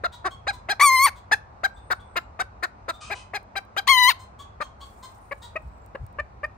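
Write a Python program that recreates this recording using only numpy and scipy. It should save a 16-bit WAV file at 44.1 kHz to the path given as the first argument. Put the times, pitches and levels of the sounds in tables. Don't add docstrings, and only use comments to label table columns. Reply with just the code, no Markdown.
import sys
import numpy as np
from scipy import signal
from scipy.fft import rfft, irfft, next_fast_len
from scipy.io import wavfile
from scipy.ndimage import uniform_filter1d

SR = 44100
rng = np.random.default_rng(int(sys.argv[2]) if len(sys.argv) > 2 else 0)


def store_wav(level_fs):
    pcm = np.round(np.clip(np.atleast_2d(level_fs), -1, 1) * 32767)
    wavfile.write(sys.argv[1], SR, pcm.T.astype(np.int16))


def attenuation_scalar(level_db):
    decades = np.asarray(level_db, float) / 20
    return 10 ** decades


N = 289733

# time_s, effort_db, pitch_hz, beak_opening [factor on the throat], windpipe_dip_db
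SQUAWK_A = [(0.813, -11, 1085, 0.92, 4.5), (0.836, -11, 1184, 1.07, 3), (0.872, -13, 1099, 1.2, 2.5),
            (.908, -16.5, 1037, 0.93, -7), (0.95, -15, 1053, 0.92, -10.5), (.98, -18, 1018, 1.16, 8.5),
            (1.0, -15, 1057, .92, -11), (1.034, -14.5, 1093, 1.22, 2.5), (1.058, -11.5, 1155, 1.1, 3)]
SQUAWK_B = [(3.886, -15.5, 1043, .96, 0.45), (3.9, -11, 1108, 0.99, 0.37), (3.931, -14.5, 1037, .93, .5),
            (3.963, -18.5, 1021, .82, .5), (3.984, -14.5, 983, 1.06, .5), (4.004, -17, 1008, .89, 0.54),
            (4.041, -14.5, 979.3, 1.045, .5), (4.078, -15, 1016, .86, 0.59),
            (4.093, -11.5, 1093, 1.067, 0.88)]
# frequency_hz, t60_s
COOP_T60 = [(300, 0.33), (1000, 0.36), (3500, 0.28), (6500, .24), (9000, 0.2), (14000, 0.13)]


def evened(x):
    return x / np.sqrt(np.mean(x ** 2) + 1e-20)


def read(points, hz):
    f, value = np.transpose(points)
    return np.interp(np.log(hz + 1), np.log(f + 1), value)


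def resonance(f, centre_hz, width_hz):
    return 1 / (1 + ((f - centre_hz) / width_hz) ** 2)


def add(mix, s, sound):
    part = mix[..., round(s * SR):][..., :sound.shape[-1]]
    part += sound[..., :part.shape[-1]]


def wobble(size, width):
    *rows, length = np.atleast_1d(size)
    noise = rng.standard_normal((*rows, -(-length // 2400) * 2400))
    for _ in range(2):
        noise = uniform_filter1d(noise, round(width), axis=-1)
    return evened(noise)[..., :length]


def hiss(spectrum, same, size, patchy_db):
    hop = size // 4
    frames, hz = N // hop + 5, np.fft.rfftfreq(size, 1 / SR)
    a, b, c, d, patches = rng.standard_normal((frames, len(hz), 5)).T
    patches = evened(uniform_filter1d(uniform_filter1d(patches, 10, 0), 12, 1))
    same = np.clip(same(hz), -1, 1)[:, None]
    left = a + 1j * b
    right = same * left + np.sqrt(1 - same ** 2) * (c + 1j * d)
    z = np.array([left, right]) * attenuation_scalar(read(spectrum, hz)[:, None] + patchy_db * patches)
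    return evened(signal.istft(z, nperseg=size, noverlap=size - hop)[1][:, :N])


def room(x, t60, gap_s):
    taps = np.zeros((2, SR // 2))
    slots = np.arange(round(gap_s * SR), SR // 2 - 20, 20)
    at = slots + rng.integers(0, 20, (2, len(slots)))
    np.put_along_axis(taps, at, rng.choice([-1., 1.], at.shape), 1)
    hz, t, z = signal.stft(taps, SR, nperseg=256)
    tail = signal.istft(z * attenuation_scalar(-60 * t / read(t60, hz)[:, None]), SR, nperseg=256)[1]
    return signal.fftconvolve(x[None], tail / np.linalg.norm(tail[0]), axes=1)[:, :N]


def ports(x, balance, lead):
    hz, side = np.fft.rfftfreq(x.shape[-1], 1 / SR), np.array([[.5], [-.5]])
    f, radians = np.transpose(lead)
    level = attenuation_scalar(side * read(balance, hz))
    phase = np.exp(1j * (side - .5) * np.interp(hz, f, radians))
    return irfft(rfft(x) * level * phase, x.shape[-1])


def syrinx(hz, half, rough, colour_db, bend=0.3, grain=0.):
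    order = np.arange(1, 51)[:, None] / 2
    turns = np.cumsum(hz * (1 + .12 * rough * wobble(len(hz), 50.))) / SR
    between = order % 1 > 0
    gain = np.where(between, np.clip(half, 0, 1), 1.) * attenuation_scalar(colour_db(order * hz)) * (order * hz < 16300)
    rough = rough * (.7 + .12 * order + grain * order ** 2)
    shake = 1 + rough * (wobble(gain.shape, 45.) + 1j * wobble(gain.shape, 45.))
    shake = shake / (1 + 2 * rough ** 2) ** .4
    lag = bend * order ** 2 + 2 * np.pi * between * rng.random(order.shape)
    sound = (gain * shake * np.exp(2j * np.pi * order * turns - 1j * lag)).real.sum(0)
    return sound / np.sqrt((gain ** 2 * (1 + 2 * rough ** 2) ** .2).sum(0) / 2)


def outdoors():
    # frequency_hz, level_db
    air_spectrum = [(120, -16), (200, -5.5), (310, -12), (500, -9.5), (800, -3), (1250, -8), (1700, -19),
                    (2500, -24.5), (3200, -35), (4000, -33), (6000, -38), (9000, -46.5), (10500, -70),
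                    (16000, -80)]
    # frequency_hz, likeness [-1 to 1]
    air_same = [(60, 1), (130, 0.13), (290, 1), (640, -0.034), (1410, -0.4), (3100, 0.29), (6820, -0.55),
                (15000, 0.48)]
    # frequency_hz, level_db
    rumble_spectrum = [(22, -42.5), (31, -26), (40, -14), (52, 8), (70, 5.5), (100, -2), (125, -5),
                       (170, -11.5), (260, -61.5)]
    # time_s, level_db
    rumble_db = [(0, -48), (1.4, -50), (2.4, -50), (3.9, -55), (4.6, -51), (5.4, -51.5), (6.57, -47)]
    # time_s, over_rumble_db
    puffs = [
        (5.671, 11.5),
        (6.038, 14.5),
        (6.209, 8),
    ]
    # frequency_hz, level_db
    hum_lines = [
        (100, -59),
        (200, -69.5),
    ]
    puff_s = 0.041
    t = np.arange(N) / SR
    air = attenuation_scalar(-51) * hiss(air_spectrum, lambda hz: read(air_same, hz), size=1024, patchy_db=.9)
    rumble = hiss(rumble_spectrum, lambda hz: .96 + 0 * hz, size=4096, patchy_db=-1.5)
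    level_db = np.interp(t, *np.transpose(rumble_db))
    level_db = level_db + sum(db * np.exp(-((t - s) / puff_s) ** 2) for s, db in puffs)
    hum = sum(attenuation_scalar(db + 3.2 * wobble(N, 3000.)) * np.sqrt(2) * np.sin(2 * np.pi * hz * t) for hz, db in hum_lines)
    return air + (attenuation_scalar(level_db) * rumble + hum) * attenuation_scalar([[.4], [-.4]])


def bird():
    # start_s, length_s, top_hz, top_place [share of length], level_db
    whistles = [
        (1.72, .54, 8700, .43, -73),
        (5.16, .26, 9300, .6, -74.5),
        (5.6, .25, 7900, .3, -83),
    ]
    sag_hz_per_s2 = 17000
    dry = np.zeros(N)
    for s, length, top_hz, place, db in whistles:
        t = np.arange(0, length, 1 / SR)
        hz = top_hz - sag_hz_per_s2 * (t - place * length) ** 2
        turns = np.cumsum(hz * (1 + 0.0016 * wobble(len(t), 200.))) / SR
        level = attenuation_scalar(db + 4 * wobble(len(t), 300.)) * signal.windows.tukey(len(t), .12)
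        add(dry, s, level * np.sin(2 * np.pi * turns))
    return dry + attenuation_scalar(-3) * room(dry, COOP_T60, .01)


def far_hen():
    # start_s, level_db, length_s, pitch_hz, roughness [0-1]
    calls = [(0.127, -45, .054, 965, .3), (0.312, -44, 0.046, 1104, 0.15), (0.533, -44, .04, 1012, 0.19),
             (1.162, -52.5, .05, 991, 0.48), (1.768, -55.5, 0.041, 1200, 0.21),
             (2.0, -56.5, .05, 1163, 0.27), (2.938, -50, 0.054, 1230, 0.25),
             (3.013, -42.5, .17, 1277, 0.46), (3.153, -45, 0.099, 1032, 0.37),
             (4.197, -47, 0.066, 1047, 0.17), (4.395, -43.5, .054, 1127, 0.28),
             (4.618, -44, .05, 1082, 0.22), (4.811, -44.5, 0.055, 1121, 0.33),
             (5.032, -41, .05, 1043, 0.27), (5.425, -43.5, 0.062, 954.6, 0.3)]
    # frequency_hz, height_db
    rings = [(3760, 7), (3320, 3), (4000, 3), (3970, -1), (3550, 7), (3480, 5), (3700, 7), (2550, 0),
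             (2550, 7), (8500, 2), (6700, 5), (6500, 5), (4500, 8), (4000, 1.5), (3800, 4.5)]
    # frequency_hz, level_db
    short_throat = [(500, -11.5), (1100, 11.5), (2950, -17), (3300, 9.5), (3950, -0.5), (4400, -3.5),
                    (5400, -9.5), (6600, -7.5), (8500, -5.5), (10000, -19), (11300, -23), (14000, -14),
                    (16000, -13.5)]
    # frequency_hz, level_db
    wide_throat = [(500, -16), (1100, 8), (1900, -11.5), (2600, 4.5), (3100, 2), (3800, -2.5), (5200, -3),
                   (9300, -7.5), (10000, -29), (12000, -45), (16000, -57)]
    dry = np.zeros(N)
    for (s, db, length, hz, rough), (ring_hz, ring_db) in zip(calls, rings):
        u = np.arange(round(length * SR)) / (length * SR)
        throat = wide_throat if length > .08 else short_throat

        def colour_db(f):
            return read(throat, f) + ring_db * resonance(f, ring_hz, 250)
        arch = 1 - .3 * (u - .55) ** 2
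        rasp = .6 * rough + .15 * np.exp(-u / .12)
        call = syrinx(hz * arch, .05 + 1.1 * rough, rasp, colour_db, grain=.05)
        rise = signal.windows.tukey(round(2 * len(u)), min(.7, .018 / length), sym=False)[:len(u)]
        shape = rise * np.cos(np.pi / 2 * u ** 3) * np.exp(-9 * length * u - .2 * u)
        add(dry, s - .011, attenuation_scalar(db + 3.5) * call * shape)
    return attenuation_scalar([[-1.5], [-4.5]]) * dry + attenuation_scalar(-5) * room(dry, COOP_T60, .006)


def straw():
    # time_s, peak_db
    ticks = [
        (3.43, -55),
        (3.651, -60),
        (5.6228, -59.5),
        (5.8624, -49),
        (5.952, -65),
        (6.0656, -47),
        (6.128, -59),
        (6.4638, -59),
    ]
    # frequency_hz, width_hz, level_db
    modes = [
        (8840, 300, -7.5),
        (14370, 2100, 4),
    ]
    t, out = np.arange(200) / SR, np.zeros(N)
    tick = sum(attenuation_scalar(db) * np.exp(-np.pi * width * t) * np.sin(2 * np.pi * hz * t) for hz, width, db in modes)
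    for s, db in ticks:
        add(out, s, attenuation_scalar(db + 7) * tick)
    return out


def rustle():
    # frequency_hz, level_db
    feathers = [(2500, -19), (4000, 1.5), (8500, 14), (10000, 12.5), (14000, 10), (16000, 9)]
    start_s, rise_s, top_db, fade_db_per_s = 4.74, .11, -58, 20
    t = np.arange(N) / SR - start_s
    level = np.clip(t / rise_s, 0, 1) ** 3 * attenuation_scalar(top_db - fade_db_per_s * t + 2.5 * wobble(N, 500.))
    return level * hiss(feathers, lambda hz: 0.27 + 0 * hz, size=256, patchy_db=2)


def breath():
    # frequency_hz, under_voice_db
    breath_a = [(1500, -62), (2600, -66.5), (3600, -80), (5500, -60), (7500, -62), (9000, -49.5),
                (13500, -55.5), (16000, -61.5)]
    breath_b = [(1500, -65.5), (2600, -54), (3600, -58.5), (5500, -59.5), (7900, -85), (9000, -60.5),
                (13500, -61.5), (16000, -64)]
    t, hz, out = np.arange(N) / SR, np.fft.rfftfreq(N, 1 / SR), 0
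    air = rfft(hiss([(1, 0), (2, 0)], lambda hz: .9 + 0 * hz, size=256, patchy_db=3))
    for rows, colour in (SQUAWK_A, breath_a), (SQUAWK_B, breath_b):
        s, effort_db = np.transpose(rows)[:2]
        level = attenuation_scalar(23 + np.interp(t, s, effort_db)) * (t > s[0]) * (t < s[-1])
        out = out + uniform_filter1d(level, 300) * irfft(air * attenuation_scalar(read(colour, hz)), N)
    return out


def cluck(hz, half, length, treble_db, mouth_hz, mouth_db, scoop, rasp, chest_db, early_half,
          tongue_hz, tongue_db, top_db, rise_share):
    # frequency_hz, level_db
    throat = [(280, -15.5), (440, 2.5), (900, -3.5), (1600, -1.5), (2500, -11), (3000, -14.5), (3900, 0),
              (5000, -9), (6000, -13.5), (8500, -20.5), (10000, -15), (11300, -17), (13500, -26),
              (16000, -31.5)]
    u = np.arange(round(length * SR)) / (length * SR)
    peak_place, sag_per_s = .55, 35
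    before, after = np.maximum(1 - u / peak_place, 0), np.maximum(u - peak_place, 0)
    arch = 1 - scoop * before ** 2.6 - sag_per_s * max(length - .012, 0) * after ** 2
    start, end = np.exp(-(u / 0.33) ** 2), np.exp(-((1 - u) / 0.17) ** 2)
    shut = np.cos(np.pi * u) ** 4
    rough = .025 + .5 * half * (1 - half) + rasp * (start + 1.4 * end)
    uneven_db = np.linspace(1.2, 9, 50)[:, None] * wobble((50, len(u)), 350.)

    def colour_db(f):
        mouth_width_hz = 250 * (mouth_hz / 1500) ** 0.7
        db = read(throat, f) + uneven_db
        db = db + mouth_db * resonance(f, mouth_hz, mouth_width_hz) * (1 - 0.49 * shut)
        db = db + chest_db / (1 + (f / 950) ** 6)
        db = db + tongue_db * resonance(f, tongue_hz, 220)
        db = db + top_db * (f > 11500) + 5 * resonance(f, 13600, 600)
        db = db + 3.2 * shut * resonance(f, 1250, 220)
        db = db + 10 * start * resonance(f, 460, 140)
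        db = db + (treble_db + 15.5 - 15 * shut - 6 * start) * np.clip((f - 2700) / 500, 0, 1)
        return db - 3 * end * np.log2(f / 800)
    rise = 1 - np.exp(-(u / rise_share) ** 1.3)
    shape = rise * (0.5 + 0.38 * np.sin(np.pi * u ** 1.24) ** 2) * (1 - np.exp((u - 1) / 0.16))
    return shape * syrinx(hz * arch, half + early_half * start, rough, colour_db, bend=0.038, grain=0.011)


def squawk(rows, throat, skull, settle_s, shift, collapse_s):
    scoop_s = .015
    s, *columns = np.transpose(rows)
    t = np.arange(s[0] - scoop_s, s[-1] + collapse_s, 1 / SR)
    early, late = np.maximum(s[0] - t, 0) / scoop_s, np.maximum(t - s[-1], 0) / collapse_s
    effort_db, hz, beak, dip_db = (np.interp(t, s, c) for c in columns)
    effort_db = effort_db - 19 * early - 17 * late ** 0.87 - 12 * late ** 8
    hz = hz * (1 - 0.28 * early - 0.42 * late ** 0.85)
    effort_db, hz, beak = uniform_filter1d([effort_db, hz, beak], 150, mode="nearest")
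    hz = hz * (1 + .005 * wobble(len(t), 260.))
    rough = .009 + .2 * np.exp(-((t - t[0]) / settle_s) ** 1.5)
    rough = rough + .03 * np.exp((np.minimum(t, s[-1]) - s[-1]) / .012) + .2 * np.clip(late / .4, 0, 1)
    drift_db = np.minimum(.9 * np.sqrt(np.arange(50)), 3.5)[:, None] * wobble((50, len(t)), 650.)

    def colour_db(f):
        db = read(throat, f / (1 + shift * (beak - 1))) + drift_db
        db = db - 38.5 * (beak - 1) * resonance(f, 2100, 500)
        db = db + sum(height_db * resonance(f, at_hz, width) for at_hz, width, height_db in skull)
        db = db + 1.06 * np.maximum(effort_db + 15.5, -4) * resonance(f, 9000, 700)
        db = db + dip_db * resonance(f, 3220, 450)
        return db - (0.55 * late + .6 * early) * np.log2(f / 1000)
    voice = syrinx(hz, .005 + .7 * (rough - .009), rough, colour_db, bend=.06, grain=.06)
    return t[0], attenuation_scalar(effort_db) * voice


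def hen():
    # start_s, peak_db, length_s, top_pitch_hz, strong_weak_share [0-1]
    clucks = [(0.035, -14, 0.037, 715.6, .2), (0.242, -15, 0.047, 762.5, 0.7),
              (0.467, -14.5, 0.048, 824.7, 0), (0.684, -13.5, 0.054, 834.4, 0.1),
              (0.795, -12, 0.015, 1143, 0), (1.312, -6, 0.038, 874.4, 0.12),
              (1.632, -10, 0.037, 805.3, 0.1), (1.901, -12, 0.039, 752.5, 0.52),
              (2.156, -15, 0.038, 715.5, 1), (2.39, -14.5, 0.038, 765.7, 0.2),
              (2.624, -15, 0.036, 743, 0.9), (2.88, -18, 0.036, 687.4, 0.8),
              (3.099, -20, 0.051, 827.5, .25), (3.333, -20, 0.05, 839.7, 0.24),
              (3.553, -19.5, 0.043, 802, 0.1), (3.764, -15.5, .042, 810, 0.09),
              (3.873, -10.5, 0.011, 1116, 0), (4.603, -18.5, 0.032, 615, 0.5),
              (5.311, -21.5, 0.028, 572.4, 0.22), (5.554, -19, .025, 637.7, 0.04),
              (5.948, -24, 0.0154, 560, 0.43), (6.185, -17.5, 0.027, 603.7, 0.12),
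              (6.431, -17.5, 0.028, 609.3, 0.14)]
    # treble_db, mouth_hz, mouth_db, left_right_db
    heads = [(-21.5, 1500, 19, 4), (-19.5, 1300, 22, 3), (-25.5, 970, 9.5, 2), (-23, 3300, 4.5, 2.5),
             (-21.5, 1500, 12.5, 3.5), (-19, 1700, 10.5, 3), (-20.5, 1580, 12, 4.5), (-18, 1450, 15, 6),
             (-22.5, 2700, 12, 5), (-22.5, 1534, 8.5, 5), (-18, 1500, 13, 6), (-19.5, 1400, 11, 4),
             (-28, 2300, 8, 5), (-24, 2100, 13, 4.5), (-22, 1800, 2, 6), (-20.5, 3200, 13.5, 6),
             (-3.5, 1300, 26, 4.5), (-24, 1300, 18, 7), (-38.5, 2270, 4.5, 5), (-39.5, 2320, 14.5, 3.5),
             (-43, 1600, 9, 4.5), (-45.5, 1850, 3, 4.5), (-42.5, 1850, 5.5, 2.5)]
    # scoop [share of pitch], rasp [0-1], chest_db, early_strong_weak [share]
    breaks = [(0.57, 0, -0.5, 0.23), (.2, 0.3, 3.5, .5), (0.65, 0.06, -13, 0.11), (0.38, 0.4, -5, 0.11),
              (0.051, .4, -3.5, 0.22), (0.37, 0.3, -9, .05), (.45, 0.1, -5, .05), (0.68, 0.4, -3, 0.22),
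              (0.9, 0, -7, 0.26), (0.15, 1, -4, 0.14), (0.61, 0.3, -4.5, .3), (0.62, 0, -3.5, 0.24),
              (.38, .4, -4, .2), (.32, .42, -4, .15), (.4, .4, -5, .15), (.4, .35, -5, .15),
              (.05, .25, -4, .05), (.25, .3, -3, .5), (0.2, 0.52, -1.5, 0.18), (0.31, 0.3, -1.5, .1),
              (0.36, 0.5, 1, .2), (0.2, 0.02, -9.5, .1), (.15, 0, -7.5, 0.084)]
    # tongue_hz, tongue_db, top_treble_db, rise [share of length]
    tongues = [(3860, 11, -1, 0.081), (1860, 3.5, -8.5, .09), (3900, 6.5, -6.5, 0.057), (1650, 4, -2.5, .1),
               (2200, 3, 0, .08), (4300, -1.5, -1, 0.095), (2420, -0.5, 2.5, 0.15), (1720, 5, 2, .1),
               (1380, 9.5, 3, .06), (2650, 7.5, -1, .12), (1880, 6.5, 1.5, 0.087), (1750, 0.5, 0, 0.09),
               (1650, -2.5, 3, 0.056), (1683, -3, 1, 0.037), (2400, 4.5, 1.5, .07), (1400, 4.5, 1.5, 0.023),
               (2100, -2.5, 0, .15), (2100, 2.5, -12, 0.036), (1790, 2, 6, 0.034), (1850, -1.5, 3, 0.081),
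               (1750, -8.5, 0, 0.024), (1200, 0, -14, 0.064), (1200, -0.5, -6, 0.082)]
    # frequency_hz, level_db
    open_a = [(500, -27.5), (1070, -3.5), (2140, -5.5), (3200, -29), (4300, -16), (5350, -25), (6400, -23),
              (7500, -32.5), (8800, -27), (9700, -26.5), (10600, -20), (12800, -18), (14500, -33),
              (16300, -47.5)]
    open_b = [(500, -38), (1020, -5.5), (2040, -8), (3050, -14.5), (4080, -6), (5100, -23.5), (6100, -27),
              (7100, -19), (8100, -24), (9200, -22), (10200, -25), (11500, -12.5), (13300, -28.5),
              (15500, -26)]
    # frequency_hz, width_hz, level_db
    skull_a = [
        (7700, 400, -6),
        (9000, 280, 14),
    ]
    skull_b = [
        (7900, 300, -30),
        (9000, 300, 1),
    ]
    # (frequency_hz, left_lead_radians)
    pose_a = [
        [(60, 1.0), (110, 1.0), (200, 2.0), (380, 3.0), (700, 2.5), (1290, 3.5), (2380, 5.5), (4400, 1.0), (8120, 2.0), (15000, 0.0)],
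        [(0, 0), (1210, 0.4), (1460, -1.6), (1720, 0.2), (2330, -0.2), (4130, 1.2), (4390, 0.1), (5860, 6.9), (7320, 8.1), (7920, 6.4), (10900, 3.2), (11800, 3.0), (14000, 0.2), (16400, -0.7)],
    ]
    pose_b = [
        [(60, 0.0), (110, 0.5), (200, 0.5), (380, 1.0), (700, 5.0), (1290, 6.5), (2380, 11.0), (4400, 5.0), (8120, 1.0), (15000, 0.0)],
        [(0, 0), (1290, 0.5), (1810, 5.7), (3880, 8.5), (4220, 10.6), (4570, 10.0), (6030, 13.0), (7490, 14.8), (7840, 16.5), (8530, 12.2), (10500, 9.8), (12600, 8.6), (14000, 6.2), (16400, 5.9)],
    ]
    pose_cluck = [
        [(60, 1.0), (110, 1.0), (200, 2.0), (380, 2.0), (700, 2.5), (1290, 1.5), (2380, 3.0), (4400, 3.5), (8120, 2.5), (15000, 0.0)],
        [(0, 0), (1210, 0.7), (1810, 6.7), (4220, 8.0), (6630, 0.9), (7580, 0.8), (13200, -5.5), (16400, -7.2)],
    ]
    # frequency_hz, t60_s
    box_t60 = [(300, .1), (800, .13), (1500, .085), (3000, .1), (9000, .12)]
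    near, first, second = np.zeros((2, N)), np.zeros(N), np.zeros(N)
    for (s, db, length, hz, half), (*beak, pan_db), onset, tongue in zip(clucks, heads, breaks, tongues):
        sound = cluck(hz, half, length, *beak, *onset, *tongue)
        add(near, s, attenuation_scalar(db - 5.0 + (pan_db - 3.0) * np.array([[.5], [-.5]])) * sound)
    add(first, *squawk(SQUAWK_A, open_a, skull_a, settle_s=.036, shift=.15, collapse_s=.04))
    add(second, *squawk(SQUAWK_B, open_b, skull_b, settle_s=.018, shift=1, collapse_s=.034))
    direct = ports(near, *pose_cluck) + ports(first, *pose_a) + ports(second, *pose_b)
    middle, squawks = near.mean(0), first + second
    t = np.arange(SR // 5) / SR
    mode_hz, mode_t60_s, mode_db = 802, 0.097, -54.5
    mode = attenuation_scalar(mode_db - 60 * t / mode_t60_s) * np.sin(2 * np.pi * mode_hz * t)
    box_hum = signal.oaconvolve(middle, mode)[:N]
    coop = attenuation_scalar(-32) * room(middle + squawks, COOP_T60, 0.034)
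    box = attenuation_scalar(-14.5) * room(middle, box_t60, .003) + attenuation_scalar(-23) * room(squawks, box_t60, .003)
    return direct + box_hum + coop + box


def scene():
    return outdoors() + bird() + far_hen() + straw() + rustle() + breath() + hen()


def band_limit(x):
    return signal.sosfilt(signal.butter(12, 16800, fs=SR, output="sos"), x)


def record(dry):
    # frequency_hz, level_db
    mic = [(9300, 0), (10300, -8), (10900, -26), (11900, -26), (12700, -4), (15600, -2), (16100, -30)]
    knee, ceiling = .72, .95
    size = next_fast_len(N + 2048)
    response = attenuation_scalar(read(mic, np.fft.rfftfreq(size, 1 / SR)))
    heard = irfft(rfft(dry, size) * response, size)[:, :N]
    straight = np.clip(heard, -knee, knee)
    heard = straight + (ceiling - knee) * np.tanh((heard - straight) / (ceiling - knee))
    return band_limit(heard)


dry = scene()
out = record(dry)
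store_wav(out)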